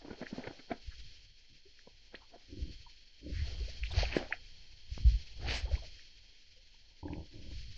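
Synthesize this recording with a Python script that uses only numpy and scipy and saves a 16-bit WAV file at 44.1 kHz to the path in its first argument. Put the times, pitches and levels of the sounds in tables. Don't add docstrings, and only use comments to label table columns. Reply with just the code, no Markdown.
import sys
import numpy as np
from scipy import signal
from scipy.fft import rfft, irfft
from scipy.io import wavfile
from scipy.ndimage import uniform_filter1d

SR = 44100
rng = np.random.default_rng(int(sys.argv[2]) if len(sys.argv) > 2 else 0)


def transcribe(u):
    v = np.clip(np.atleast_2d(u).T, -1, 1)
    q = np.round(v * 32767).astype(np.int16)
    wavfile.write(sys.argv[1], SR, q)


N = 342657
TIME = np.arange(N) / SR
LEAD_S = .03


def from_db(db):
    return 10 ** (np.asarray(db) / 20)


def unit_rms(x):
    return x / np.sqrt(np.mean(x ** 2) + 1e-20)


def add(mix, start_s, sound):
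    part = mix[max(round(start_s * SR), 0):][:len(sound)]
    part += sound[:len(part)]


def colour(x, eq):
    hz, db = np.transpose(eq)
    bins = np.fft.rfftfreq(len(x), 1 / SR) + 1
    octaves_outside = np.maximum(np.log2(bins / hz[-1]), 0) + np.maximum(np.log2(hz[0] / bins), 0)
    gain_db = np.interp(np.log(bins), np.log(hz), db) - 30 * octaves_outside
    return unit_rms(irfft(rfft(x) * from_db(gain_db), len(x)))


def butterworth(x, order, hz, kind):
    return signal.sosfilt(signal.butter(order, hz, kind, fs=SR, output="sos"), x)


def drift(per_s):
    knots = rng.standard_normal(4000)
    return unit_rms(np.interp(TIME * per_s, np.arange(len(knots)), knots))


def grains(per_s, spread_db):
    impacts = rng.standard_normal(N) * (rng.random(N) < per_s / SR)
    return impacts * from_db(spread_db * np.minimum(rng.exponential(1, N), 3.5))


def swell_db(start_s, hold_s, rise_s, fall_s):
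    before, after = np.maximum(start_s - TIME, 0), np.maximum(TIME - start_s - hold_s, 0)
    return -20 * (before / rise_s + after / fall_s)


def power_sum(curves_db):
    return np.sqrt(sum(from_db(db) ** 2 for db in curves_db))


def turbulence(eq):
    swirl = signal.hilbert(colour(rng.standard_normal(N), eq))
    envelope = np.sqrt(uniform_filter1d(abs(swirl) ** 2, 2200) + 1e-9)
    return unit_rms(swirl.real / envelope)


# freq_hz, gain_db
CALM_EQ = [(8, 15), (25, 0.5), (60, -10), (110, -19.5), (200, -40)]
# freq_hz, gain_db
GUST_EQ = [(20, -16), (56, 5), (85, -8), (120, -11.5), (170, -23.5), (300, -35.5)]
# peak_s, rumble_db, rise_s, fall_s, hiss_db
GUSTS = [(0.42, -60, 0.54, 0.25, -60.5), (1.032, -47.5, 0.36, 0.18, -58.5), (2.65, -46, 0.13, 0.31, -58),
         (3.379, -35.5, 0.081, 0.69, -52), (4.002, -30, 0.15, 0.23, -54.5), (4.503, -54.5, 0.71, 1, -72.5),
         (5.099, -30, 0.19, 0.13, -53), (5.482, -35, 0.2, 0.36, -54.5), (5.719, -39.5, 0.1, 0.25, -57),
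         (7.552, -41, 0.27, 0.52, -57)]
# middle_s, level_db, half_length_s, flutter_hz
EDDIES = [(0.887, -34, 0.007, 58), (2.629, -30, 0.0086, 57.5), (3.33, -33.5, 0.0092, 61.5),
          (3.368, -35, 0.0078, 69), (3.426, -25.5, 0.0082, 74), (3.488, -29, 0.0081, 59),
          (3.62, -31, 0.02, 57), (3.838, -31, 0.017, 54), (3.981, -16, 0.0063, 64.5),
          (4.924, -30, 0.0047, 61.6), (5.055, -20.5, 0.0042, 89.6), (5.076, -16, 0.012, 57.4),
          (5.151, -25.5, 0.014, 51), (5.648, -28, 0.0084, 56), (5.74, -21, 0.0075, 61)]
def wind(still_db=-65.5, crossover_db=-50, slowing_per_s=7):
    puffs = [db + swell_db(s, 0, rise, fall) for s, db, rise, fall, _ in GUSTS]
    strength = power_sum([still_db] + puffs)
    gusty = strength / (strength + from_db(crossover_db))
    out = strength * (gusty * turbulence(GUST_EQ) + from_db(7) * (1 - gusty) * turbulence(CALM_EQ))
    t = np.arange(-2500, 2500) / SR
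    for s, db, half_s, hz in EDDIES:
        envelope = from_db(db) * np.exp(-.5 * (t / half_s) ** 2)
        cycles = hz * t * (1 - slowing_per_s * t / 2) + rng.random()
        add(out, s + t[0], envelope * np.sin(2 * np.pi * cycles))
    return out


# freq_hz, gain_db
HISS_EQ = [(150, -5.5), (500, -8.5), (900, -25), (1200, -21), (1650, -7), (2550, 0.5), (2900, -1.5),
           (3700, -3.5), (4100, 1.5), (5300, -0.5), (6200, -8), (7100, -17.5), (8000, -38)]
# centre_hz, half_width_hz, relative_db
INSECT_BANDS = [(3196, 170, -8.5), (4344, 190, -8.5), (4380, 82, -13.5)]
def brush_and_insects(still_db=-65.5, lag_s=.034, follow=.37, flicker_db=2):
    stirred = [db + follow * swell_db(s + lag_s, 0, rise, fall) for s, _, rise, fall, db in GUSTS]
    bed_db = 20 * np.log10(power_sum([still_db] + stirred))
    out = from_db(bed_db - 2.25 + flicker_db * drift(40)) * colour(rng.standard_normal(N), HISS_EQ)
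    bins = np.fft.rfftfreq(N, 1 / SR)
    for hz, half_width, band_db in INSECT_BANDS:
        band = irfft(rfft(rng.standard_normal(N)) / (1 + ((bins - hz) / half_width) ** 2), N)
        out += from_db(bed_db + band_db) * unit_rms(band)
    return out


def shuffling():
    level = from_db(-86 + 3.5 * drift(9))
    return level * colour(rng.standard_normal(N), [(200, 1), (950, 2.5), (1250, -19.5)])


# freq_hz, gain_db
MUD_EQ = [(150, -19), (260, -3.5), (450, -4), (780, -6.5), (1000, -17), (1800, -19.5)]
def squelch(pops_per_s=160, ring_cycles=2.8):
    t = np.arange(3500) / SR
    gurgle = 0
    for hz in np.geomspace(200, 2300, 17):
        age = t * hz / ring_cycles
        pop = hz * age * np.exp(-2 * age) * np.sin(2 * np.pi * hz * t)
        gurgle = gurgle + signal.oaconvolve(grains(pops_per_s, spread_db=2), pop)[:N]
    return colour(gurgle, MUD_EQ)


# freq_hz, gain_db
EDGE_EQ = [(900, -31.5), (1300, -2), (1550, 3.5), (2200, -1.5), (2700, -9), (4300, -15.5), (5500, -39)]
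# start_s, hold_s, level_db
SLOSHES = [(0.018, 0.12, -54.5), (0.211, 0.012, -53.5), (0.337, 0.16, -51), (2.326, 0.053, -65),
           (3.46, 0.057, -55.5), (3.571, 0.18, -63), (3.946, 0.062, -48), (4.149, 0.064, -42),
           (5.421, 0.056, -49), (5.474, 0.056, -44.5), (5.672, 0.069, -53.5)]
def sloshes(rise_s=.058, fall_s=.13, sticky_db=-11):
    envelope = power_sum(db + swell_db(s, hold, rise_s, fall_s) for s, hold, db in SLOSHES)
    gurgle = squelch()
    crackle = from_db(sticky_db) * colour(grains(per_s=700, spread_db=2.5), EDGE_EQ)
    return from_db(-4) * envelope * (gurgle + crackle)


# freq_hz, gain_db
SCUFF_EQ = [(70, -19), (160, 7), (260, -1), (520, -3), (800, -8.5), (1000, -10.5), (1200, -40),
            (2000, -59.5)]
# hit_s, level_db, pitch_hz, swell_s, edge_db
KNOCKS = [(0.044, -42.5, 288, 0.0071, -22), (0.079, -38, 322, 0.0048, -31), (0.102, -39, 344, 0.0046, -16),
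          (0.111, -31.5, 237, 0.002, -42), (0.127, -44, 384, 0.005, -8), (0.2134, -35, 250, 0.0028, -10.5),
          (0.222, -35.5, 618, 0.0043, -8.5), (0.23, -38.5, 290, 0.0027, -6), (0.327, -33, 226, 0.0033, -22),
          (0.379, -34, 288, 0.0036, -15.5), (0.382, -33.5, 251, .009, -33), (0.421, -50, 810, 0.0046, -11),
          (0.434, -44.5, 417, 0.014, -5), (0.469, -33, 494, 0.0046, -5), (0.468, -40.5, 109, 0.0086, -35),
          (0.506, -38.5, 297, 0.0036, -24), (0.588, -49, 267, 0.0077, 1), (0.703, -35, 456, 0.0036, -14),
          (0.7116, -29, 262, 0.0048, -10), (0.7144, -30, 704, 0.0042, -6.5),
          (0.737, -39.5, 423, 0.0025, -15), (1.872, -46, 482, 0.0036, -35), (2.142, -35.5, 522, 0.0027, -9),
          (2.336, -47, 697, 0.0068, -17), (2.356, -45.5, 514, 0.004, -23), (4.162, -36.5, 620, 0.0045, 0),
          (4.166, -19, 340, 0.0021, -11), (4.2264, -37, 547, 0.0024, -33), (7.51, -50, 280, 0.006, -35)]
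def knock(db, hz, swell_s, edge_db, body_hz=230, body_decay_s=.013, thud_hz=97):
    t = np.arange(7000) / SR - LEAD_S
    since = np.maximum(t, 0)
    age = since / swell_s
    blow = (age * np.exp(1 - age)) ** 2
    tone = blow * np.sin(2 * np.pi * hz * t)
    fade_in = np.minimum(2 + 2 * t / LEAD_S, 1)
    scrape = from_db(-15) * np.exp(np.minimum(t / .028, -t / .034)) * fade_in
    low, high = rng.standard_normal((2, len(t)))
    low = butterworth(low, 2, .63 * hz, "high")
    grit = .4 * colour(low, SCUFF_EQ) + .58 * from_db(edge_db) * colour(high, EDGE_EQ)
    ring_hz = body_hz * np.exp(.05 * rng.standard_normal())
    ring_envelope = from_db(-11.5) * (1 - np.exp(-age ** 2)) * np.exp(-since / body_decay_s)
    ring = ring_envelope * np.sin(2 * np.pi * ring_hz * t)
    thud = .43 * np.sin(2 * np.pi * thud_hz * since) * np.exp(-since * thud_hz)
    weight = min(body_hz / hz, 1) ** 2
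    return from_db(db - 3) * (tone + weight * (ring + thud) + grit * (blow + scrape))


# hit_s, level_db, pitch_hz, snap_s
CRACKS = [(0.103, -48, 1460, 0.0059), (0.26, -47, 1780, .002), (0.267, -33, 1820, 0.00088),
          (0.4398, -40, 2100, 0.0011), (1.791, -48, 1770, 0.00094), (2.147, -40, 1850, 0.0017),
          (2.153, -34, 3080, 0.00034), (2.157, -47.5, 4220, 0.0019), (3.836, -26.5, 2470, 0.00059),
          (4.0531, -29, 2570, 0.00094), (4.125, -31.5, 2500, 0.0012), (4.1355, -34, 1850, 0.0014),
          (4.1692, -31, 1840, .0012), (4.3248, -18, 1850, 0.00074), (4.3273, -30, 2460, 0.0014),
          (5.754, -37.5, 2240, 0.00077), (5.993, -49, 1850, 0.0011), (7.081, -48.5, 1654, 0.0023),
          (7.134, -39, 2500, 0.00061)]
def crack(db, hz, snap_s, rise_s=.006, fall_s=.012, grains_per_s=1500):
    t = np.arange(5000) / SR - LEAD_S
    age = np.maximum(t, 0) / snap_s
    snap = (age * np.exp(1 - age)) ** 2 * np.sin(2 * np.pi * hz * t)
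    since_snap = t - 2 * snap_s
    specks = rng.standard_normal(len(t)) * (rng.random(len(t)) < grains_per_s / SR)
    specks = colour(specks, [(1500, -2.5), (2650, 2), (3200, -18.5)])
    crackle = specks * np.exp(np.minimum(since_snap / rise_s, -since_snap / fall_s))
    return from_db(db) * butterworth(snap + from_db(-21) * crackle, 6, 1300, "high")


# middle_s, level_db, centre_hz, length_s
SPLATS = [(0.928, -61.5, 1700, 0.055), (2.228, -66.5, 965, 0.086), (3.388, -55, 1980, 0.19),
          (3.863, -47.5, 2730, 0.039), (3.916, -53, 750, 0.039), (3.922, -46.5, 3700, 0.029),
          (3.989, -39, 730, 0.018), (4.172, -50.5, 4620, 0.068), (5.51, -43.5, 3600, 0.048),
          (5.567, -50, 5450, 0.11), (5.835, -56.5, 617, 0.066)]
def splat(db, hz, length_s):
    size = round(length_s * SR)
    eq = [(hz / 2, -26), (hz / 1.2, -4), (hz, 0), (hz * 1.3, -8)]
    return from_db(db) * colour(rng.standard_normal(size), eq) * np.hanning(size)


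def resonate(x, hz, width_hz):
    turn = np.exp(2j * np.pi * np.cumsum(hz) / SR)
    pole = np.exp(-np.pi * width_hz / SR)
    return 2 * (turn * signal.lfilter([1 - pole], [1, -pole], x / turn)).real


# centre_hz, width_hz, gain_db, closing_fade_db
FORMANTS = [(76.5, 56, 7, -3), (169, 55, -1.5, -8.5), (270, 57, 9, 5.5), (486, 123, -6, 1),
            (807, 146, -2, 9.5)]
# start_s, end_s, level_db, fall_db, flap_hz, cutoff_hz, jitter_ratio, attack_s
GRUNTS = [(1.488, 1.541, -69, -2, 102, 330, .2, 0.011), (2.478, 2.7, -49.5, 3, 81, 540, .25, 0.035),
          (3.208, 3.322, -48.5, 1.5, 73, 585, .25, 0.042), (7.0275, 7.218, -43, 1, 79.5, 960, .03, .003),
          (7.305, 7.526, -54.5, 8.5, 110, 650, .25, 0.047)]
def grunt(start_s, end_s, db, fall_db, flap_hz, cutoff_hz, jitter, attack_s,
          breath=.47, shimmer_db=2.5, release_s=.019, sag=.08):
    t = np.arange(round((end_s - start_s + 2 * LEAD_S) * SR)) / SR
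    progress = np.minimum(t / (end_s - start_s), 1)
    arch = np.sin(np.pi * progress)
    cycles = np.cumsum(flap_hz * np.exp(jitter * drift(70)[:len(t)])) / SR
    cycles += .08 * arch * drift(45)[:len(t)]
    flap = np.floor(cycles)
    effort = (1 + .5 * arch) * np.exp(-np.maximum(start_s + t - end_s, 0) / release_s)
    strength = effort * from_db(shimmer_db * arch * drift(82)[:len(t)] - fall_db * progress)
    pulses = np.diff(flap, prepend=-1) * strength
    since_flap = (cycles % 1) / flap_hz
    puffs = strength * np.exp(-since_flap / .007) * rng.standard_normal(len(t))
    drive = (1 - breath) * unit_rms(pulses) + breath * unit_rms(puffs)
    voice = 0
    for hz, width, gain_db, fade_db in FORMANTS:
        weak_flap = .65 / (1 + (hz / 420) ** 2)
        formant = drive * np.where(flap % 2, weak_flap, 1)
        for pass_width in (width, 4 * width):
            formant = resonate(formant, hz * (1 + sag * (.5 - progress)), pass_width)
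        voice = voice + from_db(gain_db - fade_db * progress) * formant
    voice = butterworth(voice, 16, cutoff_hz, "low")
    return from_db(db) * unit_rms(voice * np.minimum(t / attack_s, 1))


# start_s, peak_db, start_hz, end_hz, length_s
BUBBLES = [(1.653, -57, 366, 433, 0.048), (2.863, -54, 950, 940, 0.027), (3.603, -50, 330, 700, 0.04),
           (3.677, -49.5, 450, 863, 0.031), (4.03, -27.5, 546, 610, 0.0091), (4.035, -35, 703, 790, 0.016),
           (4.308, -42, 845, 900, 0.015), (4.334, -42.5, 686, 810, 0.016), (5.654, -46.5, 507, 560, 0.016),
           (5.678, -50, 890, 910, 0.018), (5.713, -40.5, 570, 654, 0.019), (5.777, -52.5, 965, 970, 0.013),
           (6.561, -70.5, 516, 550, 0.073), (6.742, -68.5, 950, 980, 0.017)]
def bubble(db, start_hz, end_hz, length_s, wobble=.047, damping=3.6):
    progress = np.linspace(0, 1, round(length_s * SR))
    glide_hz = start_hz * (end_hz / start_hz) ** progress
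    hz = glide_hz * np.exp(wobble * drift(370)[:len(progress)])
    envelope = progress * (1 - progress) * np.exp(-damping * progress)
    return from_db(db) * envelope / envelope.max() * np.sin(2 * np.pi * np.cumsum(hz) / SR)


# freq_hz, gain_db
DROPS_EQ = [(700, -2), (1200, -12.5), (1750, 0), (2600, 0.5), (3100, 1), (4000, -24)]
# freq_hz, gain_db
FIZZ_EQ = [(2500, -18.5), (3300, 7), (4400, 16.5), (5500, 6), (6500, 0.5), (8000, -57)]
# start_s, hold_s, level_db, fizz_relative_db, rise_s
SPLASHES = [(3.984, 0.039, -44.5, 5.5, 0.072), (4.14, 0.043, -47, -2.5, 0.16),
            (5.486, 0.076, -43, 2.5, 0.04)]
def splashes(fall_s=.082):
    drops_db, fizz_db = [], []
    for s, hold_s, db, relative_db, rise_s in SPLASHES:
        spray_db = db + swell_db(s, hold_s, rise_s, fall_s)
        drops_db.append(spray_db)
        fizz_db.append(spray_db + relative_db)
    drops = power_sum(drops_db) * colour(grains(per_s=8000, spread_db=3), DROPS_EQ)
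    fizz = power_sum(fizz_db) * colour(grains(per_s=9700, spread_db=-4), FIZZ_EQ)
    return from_db(1.5) * drops + from_db(-3.5) * fizz


def dull_click(peak_db, cutoff_hz, decay_s=.0053):
    pulse = butterworth(np.exp(-np.arange(1500) / SR / decay_s), 6, cutoff_hz, "low")
    return from_db(peak_db) * pulse / pulse.max()


def clearing(x, wet_db=-17, t60_s=.2):
    t = np.arange(12000) / SR
    echoes = rng.standard_normal(len(t)) * (rng.random(len(t)) < .05)
    echoes *= from_db(-60 * t / t60_s) * (t > .004)
    return x + from_db(wet_db) * signal.fftconvolve(x, echoes / np.linalg.norm(echoes))[:N]


def scene():
    pigs = shuffling()
    for s, *row in GRUNTS:
        add(pigs, s, grunt(s, *row))
    for s, *row in KNOCKS:
        add(pigs, s - LEAD_S, knock(*row))
    for s, *row in CRACKS:
        add(pigs, s - LEAD_S, crack(*row))
    wallow = sloshes() + splashes()
    for s, *row in BUBBLES:
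        add(wallow, s, bubble(*row))
    for s, db, hz, length_s in SPLATS:
        add(wallow, s - length_s / 2, splat(db, hz, length_s))
    foreground = pigs + wallow
    add(foreground, 4.9785, dull_click(peak_db=-31, cutoff_hz=1500))
    return (clearing(foreground) + brush_and_insects() + wind())[None]


def record(dry, cutoff_hz=8400):
    low_pass = signal.firwin(401, cutoff_hz, window=("kaiser", 9), fs=SR)
    return signal.oaconvolve(dry, low_pass[None], "same")


dry = scene()
out = record(dry)
transcribe(out)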